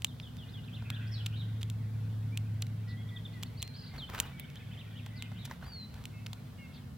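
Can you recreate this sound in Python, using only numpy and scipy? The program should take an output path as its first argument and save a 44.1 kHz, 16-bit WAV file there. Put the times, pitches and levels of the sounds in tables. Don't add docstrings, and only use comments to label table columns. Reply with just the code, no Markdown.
import sys
import numpy as np
from scipy import signal
from scipy.fft import rfft, irfft, next_fast_len
from scipy.io import wavfile
from scipy.ndimage import uniform_filter1d

SR = 44100
rng = np.random.default_rng(int(sys.argv[2]) if len(sys.argv) > 2 else 0)


def log_audio(samples):
    frames = np.atleast_2d(samples).T
    limited = np.clip(frames, -1, 1)
    pcm = np.round(limited * 32767).astype(np.int16)
    wavfile.write(sys.argv[1], SR, pcm)


N = 307509
T = np.arange(N) / SR


def undb(db):
    return 10 ** (np.asarray(db) / 20)


def unit(x):
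    return x / np.sqrt(np.mean(x ** 2))


def add(out, s, x):
    i = max(int(s * SR), 0)
    out[..., i:i + x.shape[-1]] += x[..., :N - i]


def band(x, hz, width):
    hz = min(hz, SR * .45)
    width = min(width, SR / 4)
    return signal.lfilter(*signal.iirpeak(hz, hz / width, fs=SR), x)


def steep(x, hz, width):
    return band(band(x, hz, width), hz, width)


def noise(side_db):
    mid, side = rng.standard_normal((2, N))
    return mid + undb(side_db) * np.array([side, -side])


def colour(x, points):
    hz, db = np.transpose(points)
    size = next_fast_len(N, True)
    f = np.fft.rfftfreq(size, 1 / SR)
    gain = undb(np.interp(np.log(f + 1), np.log(hz + 1), db))
    return unit(irfft(rfft(x, size) * gain)[..., :N])


def walk(rate):
    k = int(SR / rate)
    steps = np.repeat(rng.standard_normal(N // k + 1), k)
    return 1.3 * uniform_filter1d(uniform_filter1d(steps, k), k)[:N]


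def yard(x, echo_s, echo_db, wet_db, t60):
    t = T[:SR]
    own = rng.standard_normal((2, SR))
    tail = (own + 0.1 * own[::-1]) * undb(-60 * t / t60)
    response = undb(wet_db) * unit(tail) / np.sqrt(SR)
    response[:, int(echo_s * SR)] += undb(echo_db)
    return x + signal.fftconvolve(np.atleast_2d(x), response, axes=1)[:, :N]


def notes(table, arch, waver, edge=.07):
    out = np.zeros(N)
    drift = 1 + waver * walk(700)
    for s, length, first, last, db in table:
        u = np.linspace(-edge, 1 + edge, int(length * (1 + 2 * edge) * SR))
        glide = first * (last / first) ** u
        bend = 1 + arch * (1 - (2 * u - 1) ** 2)
        hz = glide * bend * np.roll(drift, -int(s * SR))[:len(u)]
        tone = np.sin(2 * np.pi * np.cumsum(hz) / SR)
        add(out, s - edge * length, undb(db) * signal.windows.tukey(len(u), .45) * tone)
    return out


def town(rumble_db=-2.0, air_db=-59):
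    # t/s, f/Hz
    hum_pitch = [(0, 110.3), (2.7, 107.2), (6.97, 106.6)]
    # t/s, level/dB
    hum_level = [(0.35, -49.5), (1.12, -37), (2.52, -35.5), (3.75, -48), (4.02, -62), (4.39, -67),
                 (4.66, -46.5), (5.39, -44.5), (5.55, -59.5), (6.29, -45), (6.68, -59), (6.97, -56)]
    # t/s, level/dB
    rumble_level = [(0, -49), (2.1, -45), (4.4, -49.5), (6.97, -49)]
    # f/Hz, width/Hz of each filter pass, level/dB
    rumble_modes = [(83.7, 45.4, -1.5), (138.1, 31, 0.5), (175.6, 22.2, -5), (213.8, 21.8, -8),
                    (243.6, 18.6, -8.5), (282, 104, -15), (455.5, 69, -20)]
    # f/Hz, relative level/dB
    air_colour = [(30, -7), (150, -6.5), (330, -11.5), (600, -9), (1200, -13.5), (2400, -23), (4200, -20),
                  (6000, -26.5), (15800, -28.5)]
    phase = 2 * np.pi * np.cumsum(np.interp(T, *np.transpose(hum_pitch))) / SR
    hum = np.sqrt(2) * np.sin(phase) * undb(np.interp(T, *np.transpose(hum_level)))
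    rumble = 0
    for hz, width, db in rumble_modes:
        side_db = min(-21 + 11 * np.log2(hz / 110), -6)
        rumble = rumble + undb(db) * unit(steep(noise(side_db), hz, width))
    rumble = rumble * undb(np.interp(T, *np.transpose(rumble_level)) + rumble_db)
    air = colour(noise(-2.35), air_colour) * undb(air_db + .5 * walk(3.24))
    return hum + rumble + air


def chatter(chatter_db=-2):
    # t/s, level/dB
    chatter_level = [(0, -70.5), (1.05, -55.5), (1.7, -64.5), (3.7, -61.5), (4.35, -57.5), (6.1, -64.5)]
    when, length, pitch, slope = rng.random((900, 4)).T
    start = .02 + when * (T[-1] - .1)
    hz = 1400 * 2 ** (1.4 * pitch)
    glide = 0.2 * (slope - .6)
    calls = np.transpose([start, .015 + .02 * length, hz * (1 - glide), hz * (1 + glide), 0 * hz])
    blur = yard(notes(calls, arch=0, waver=0.021), echo_s=0.03, echo_db=-12.0, wet_db=3, t60=0.8)
    return unit(blur) * undb(np.interp(T, *np.transpose(chatter_level)) + chatter_db)


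def beak(table, knock_db, rattle_db, rattle_s, sparkle_db, edge_db, hollow_db=-15, ring_db=-19,
         lead_s=0.001194, lift_db=1.0):
    # f/Hz, width/Hz (band caps the widest)
    beak_modes = [(1200, 890), (3200, 1900), (7700, 4800), (12500, 22300)]
    out, t = np.zeros((2, N)), T[:1024]
    tick = (t == 0) * 1.
    for s, db, hz, bright in table:
        shares = undb([knock_db, hollow_db, bright + edge_db, bright + sparkle_db])
        ring = sum(share * unit(steep(tick, *mode)) for share, mode in zip(shares, beak_modes))
        ring = ring + undb(ring_db) * unit(steep(tick, hz, 1080))
        shared, left, right = rng.standard_normal((3, len(t)))
        rattle = shared + 3.2 * np.array([left, right])
        rattle = rattle * (1 - np.exp(-t / 0.00041)) * np.exp(-t / rattle_s)
        force = tick + undb(rattle_db) * unit(rattle) / np.sqrt(len(t))
        blow = signal.fftconvolve(force, ring[None] / abs(ring).max(), axes=1)
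        add(out, s + lead_s, undb(db + lift_db) * blow)
    return yard(out, echo_s=0.023, echo_db=-30.0, wet_db=-27.5, t60=0.11)


def feeding():
    # t/s, level/dB, ring f/Hz, brightness level/dB
    snap_table = [(0.0198, -29.5, 2750, -18.5), (0.0449, -11, 3080, -16), (0.1986, -32, 2670, -36),
                  (1.2606, -24, 3580, -20), (1.2638, -22, 2950, -18.5), (1.6295, -27, 3350, -19),
                  (1.699, -30, 3550, -14.5), (2.3731, -21.5, 2850, -16.5), (2.6204, -22.5, 2900, -4),
                  (2.6228, -25, 3960, -54), (3.6195, -29.5, 3000, -13), (3.6262, -20, 3430, -13),
                  (4.1815, -36, 3600, -36), (4.1888, -29, 3770, -18), (4.1999, -10.5, 3100, -10.5),
                  (4.3969, -35.5, 2510, -26), (5.2225, -23, 2540, -21), (6.0538, -26.5, 2630, -17.5),
                  (6.2619, -32.5, 3640, -24)]
    # t/s, level/dB, ring f/Hz, brightness level/dB
    peck_table = [(0.9011, -24, 2660, -24), (3.432, -25.5, 2945, -20), (5.0613, -35.5, 2720, -21.5),
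                  (5.4516, -31.5, 2400, -16), (6.3303, -31.5, 3850, -22)]
    snaps = beak(snap_table, knock_db=-27.5, rattle_db=-7.5, rattle_s=0.0021, sparkle_db=-4.5, edge_db=2.0)
    pecks = beak(peck_table, knock_db=-20.0, rattle_db=-0.5, rattle_s=0.0019, sparkle_db=1, edge_db=3)
    return snaps + pecks


def syllables(shape, table):
    sung = []
    for s, hz, db in table:
        for delay, length, first, last, accent in shape:
            sung.append((s + delay, length, hz * first, hz * last, db + accent))
    return sung


def singer(song_db=-2, buzz_db=-4):
    # delay/s, length/s, first and last share of the row's pitch, accent/dB
    tumble_shape = [(-.015, .015, 1.42, 1.26, -14.5), (0, 0.034, 0.98, 0.84, 0.5),
                    (.036, .026, .84, .75, -3)]
    peak_shape = [(0, 0.0293, .77, 1, 0), (.029, .02, .98, .63, -1)]
    # t/s, reference f/Hz, level/dB
    tumbles_sung = [(.064, 4250, -53.5), (0.225, 3980, -49.5), (0.381, 3850, -50.5), (.534, 3830, -49.5)]
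    peaks_sung = [(.728, 4100, -49), (.925, 4100, -46.5), (4.711, 3800, -53.5), (4.772, 4000, -50),
                  (4.955, 3750, -50.5)]
    # t/s, first f/Hz, last f/Hz, level/dB
    twitters = [(.483, 3422, 4500, -52.5), (.634, 3280, 4440, -55), (.675, 3720, 2400, -51),
                (1.068, 4450, 5800, -57), (4.23, 3200, 2810, -50), (4.266, 4160, 3280, -52),
                (4.403, 3810, 3430, -55), (4.441, 2970, 3720, -54), (4.559, 2960, 4070, -49)]
    # t/s, length/s, first f/Hz, last f/Hz, level/dB
    buzzes = [(1.112, .112, 5764, 2646, -46.5), (1.32, 0.066, 2510, 4200, -49.5),
              (1.383, 0.046, 4240, 3200, -48), (5.155, 0.12, 5000, 2390, -52),
              (5.35, 0.056, 2640, 4140, -53), (5.405, 0.051, 4030, 3140, -52.5)]
    # t/s, length/s, first f/Hz, last f/Hz, level/dB
    chuckles = [(.852, .02, 2650, 2540, -51), (0.872, 0.21, 1660, 1526, -54),
                (1.003, 0.036, 2800, 2650, -54)]
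    twitter_s = 0.015
    song = syllables(tumble_shape, tumbles_sung) + syllables(peak_shape, peaks_sung)
    song = song + [(s, twitter_s, *note) for s, *note in twitters]
    clear = undb(song_db) * notes(song, arch=-0.041, waver=.02)
    rough = undb(buzz_db) * notes(buzzes + chuckles, arch=0, waver=0.052)
    paths = yard(clear, echo_s=.009, echo_db=-9, wet_db=-3, t60=.11)
    paths = paths + yard(rough, echo_s=.012, echo_db=-6, wet_db=0, t60=.13)
    return yard(paths, echo_s=.038, echo_db=-15, wet_db=-7, t60=.8)


def grit():
    # t/s, length/s, level/dB
    scuffs = [(1.607, 0.019, -58), (2.667, 0.0033, -54.5), (3.4262, 0.005, -48.5), (5.443, 0.028, -55),
              (6.264, 0.0053, -49)]
    # t/s, level/dB
    clicks = [(.369, -35.5), (3.6775, -31.5), (4.5017, -37), (4.5575, -34), (5.9429, -36), (6.04, -34)]
    out = np.zeros(N)
    for s, length, db in scuffs:
        n = int(length * SR)
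        grains = rng.standard_normal(n) * undb(5 * np.minimum(rng.exponential(size=n), 4))
        add(out, s, undb(db) * unit(grains * np.hanning(n)))
    for s, db in clicks:
        add(out, s, undb([db]))
    return 2.9 * steep(out, 3050, 3800) + 1.8 * steep(out, 5500, 12000)


def crunches(grain_db=6, rise_s=0.0019):
    # t/s, level/dB
    steps = [(0.821, -52), (3.937, -53), (3.982, -51), (4.146, -47), (4.181, -48), (4.229, -49),
             (5.062, -50), (5.316, -49), (5.474, -49.5), (5.51, -42.5), (5.624, -50)]
    # f/Hz, width/Hz of each filter pass, level/dB
    bed_modes = [(910, 690, 3), (1430, 500, 0.5), (3200, 4000, -6)]
    out, t = np.zeros(N), T[:SR // 10]
    for s, db in steps:
        unevenness = np.minimum(rng.exponential(size=len(t)), 4)
        grains = unit(rng.standard_normal(len(t)) * undb(grain_db * unevenness))
        add(out, s, undb(db) * grains * t / rise_s * np.exp(1 - t / rise_s))
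    return sum(undb(db) * np.sqrt(SR / 2 / width) * steep(out, hz, width) for hz, width, db in bed_modes)


def near_bird(count=5):
    # t/s, length/s, first f/Hz, last f/Hz, level/dB
    slurs = [(2.32, 0.043, 2300, 2520, -54.5), (3.57, 0.032, 4250, 5200, -53.5),
             (3.978, 0.04, 4680, 3340, -44.5), (4.016, 0.039, 3350, 3010, -42),
             (5.628, 0.039, 4050, 4780, -60.5), (5.664, 0.079, 4860, 4590, -55),
             (5.712, 0.15, 4600, 3975, -46.5)]
    # length/s, first f/Hz, last f/Hz
    chip_table = [(3.088, -53), (3.162, -43), (3.251, -43), (4.073, -53)]
    chip_note = (0.0163, 3650, 3180)
    # length/s, first f/Hz, last f/Hz
    loop_table = [(3.33, -59.5), (3.458, -56), (3.599, -51), (3.739, -51), (3.88, -54.5)]
    loop_note = (0.02, 3400, 3350)
    # length/s, first f/Hz, last f/Hz
    arch_table = [(4.472, -61), (4.59, -58), (4.706, -59)]
    arch_note = (.044, 2100, 1800)
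    # length/s, first f/Hz, last f/Hz
    trill_note = (0.024, 4100, 5200)
    trill_s, step_s, trill_db = 3.752, 0.027, -52.5
    sink_hz = 82
    chips = [(s, *chip_note, db) for s, db in chip_table]
    loops = [(s, *loop_note, db) for s, db in loop_table]
    loops = loops + [(s, *arch_note, db) for s, db in arch_table]
    length, first, last = trill_note
    run = [(trill_s + k * step_s, length, first - k * sink_hz, last - k * sink_hz, trill_db)
           for k in range(count)]
    trill = yard(notes(run, arch=.025, waver=.014), echo_s=.013, echo_db=-12, wet_db=-7, t60=.4)
    voice = notes(slurs, arch=-0.0167, waver=0.0051)
    voice = voice + notes(chips, arch=0.028, waver=0.019)
    voice = voice + notes(loops, arch=0.33, waver=0.0063) + trill
    return yard(voice, echo_s=.024, echo_db=-14, wet_db=-10, t60=.8)


def whistlers():
    # t/s, length/s, first f/Hz, last f/Hz, level/dB
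    whistles = [(2.869, 0.089, 1927, 1950, -56.5), (2.97, 0.056, 2010, 2170, -60),
                (2.966, 0.064, 3200, 3340, -58.5), (3.108, 0.086, 1952, 1907, -57),
                (3.331, 0.063, 2036, 1880, -57), (3.59, 0.11, 4036, 4200, -51),
                (3.91, 0.062, 2130, 1975, -58), (4.325, 0.14, 2270, 2180, -57),
                (5.125, 0.15, 1950, 2125, -57), (6.13, 0.084, 2130, 2145, -61),
                (6.134, 0.074, 2610, 2590, -62), (6.33, 0.082, 4030, 4090, -68),
                (6.58, 0.1, 2180, 2094, -56), (6.575, 0.1, 2880, 2590, -59.5)]
    voice = notes(whistles, arch=0.0128, waver=.007)
    return yard(voice, echo_s=.088, echo_db=-12, wet_db=-4, t60=1.3)


def rasps():
    # t/s, length/s, centre f/Hz, level/dB
    rasp_table = [(2.876, 0.057, 4160, -57.5), (6.731, 0.055, 3700, -58)]
    calls = [(s, length, hz, hz, db) for s, length, hz, db in rasp_table]
    return yard(notes(calls, arch=0, waver=.17), echo_s=.009, echo_db=-5, wet_db=-4, t60=.25)


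def wings(rush_db=-8, puff_s=0.04):
    # t/s, level/dB, rise/s
    strokes = [(3.93, -44.5, 0.032), (4.088, -39.5, 0.016), (4.131, -36, 0.016), (4.172, -36.5, 0.014),
               (4.209, -43.5, 0.032), (5.494, -42, 0.016), (5.609, -45, 0.027), (5.92, -48.5, 0.035)]
    # f/Hz, relative level/dB
    feather_colour = [(200, -13), (500, -4), (870, 0), (1650, -3.5), (3000, -9.5), (6000, -20.5),
                      (15000, -22)]
    rush, push, t = np.zeros(N), np.zeros(N), T[:SR // 4]
    for s, db, rise_s in strokes:
        stroke = undb(db) * t / rise_s * np.exp(1 - t / rise_s)
        add(rush, s, stroke ** 2)
        add(push, s, stroke * rise_s / puff_s)
    rustle = undb(3.5 * walk(600) + 2.5 * walk(130))
    feathers = colour(noise(-9) * rustle, feather_colour)
    swish = yard(undb(rush_db) * np.sqrt(rush) * feathers, echo_s=.02, echo_db=-15, wet_db=-10, t60=.45)
    return swish + push * unit(steep(noise(-30), 71, 70))


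def cracks(decay_s=0.0034):
    # t/s, level/dB
    crack_table = [(4.2008, -29), (4.3966, -35)]
    # f/Hz, relative level/dB
    crack_colour = [(1000, -25), (2400, 5), (5500, -31), (9000, -4), (16000, -2.5)]
    level, t = np.zeros(N), T[:SR]
    for s, db in crack_table:
        add(level, s, undb(db) * np.exp(-t / decay_s))
    return level * colour(noise(0), crack_colour)


def scene():
    blackbird = feeding() + cracks()
    gravel = grit() + crunches()
    birds = singer() + near_bird() + whistlers() + rasps() + chatter()
    return blackbird + gravel + wings() + birds + town()


def record(dry, top_hz=16100):
    left = dry[0] - 2 * band(dry[0], 9310, 4700) - 0.099 * band(dry[0], 1130, 2800)
    top_cut = signal.ellip(8, .2, 70, top_hz, fs=SR, output="sos")
    return signal.sosfilt(top_cut, np.array([left, dry[1]]))


dry = scene()
out = record(dry)
log_audio(out)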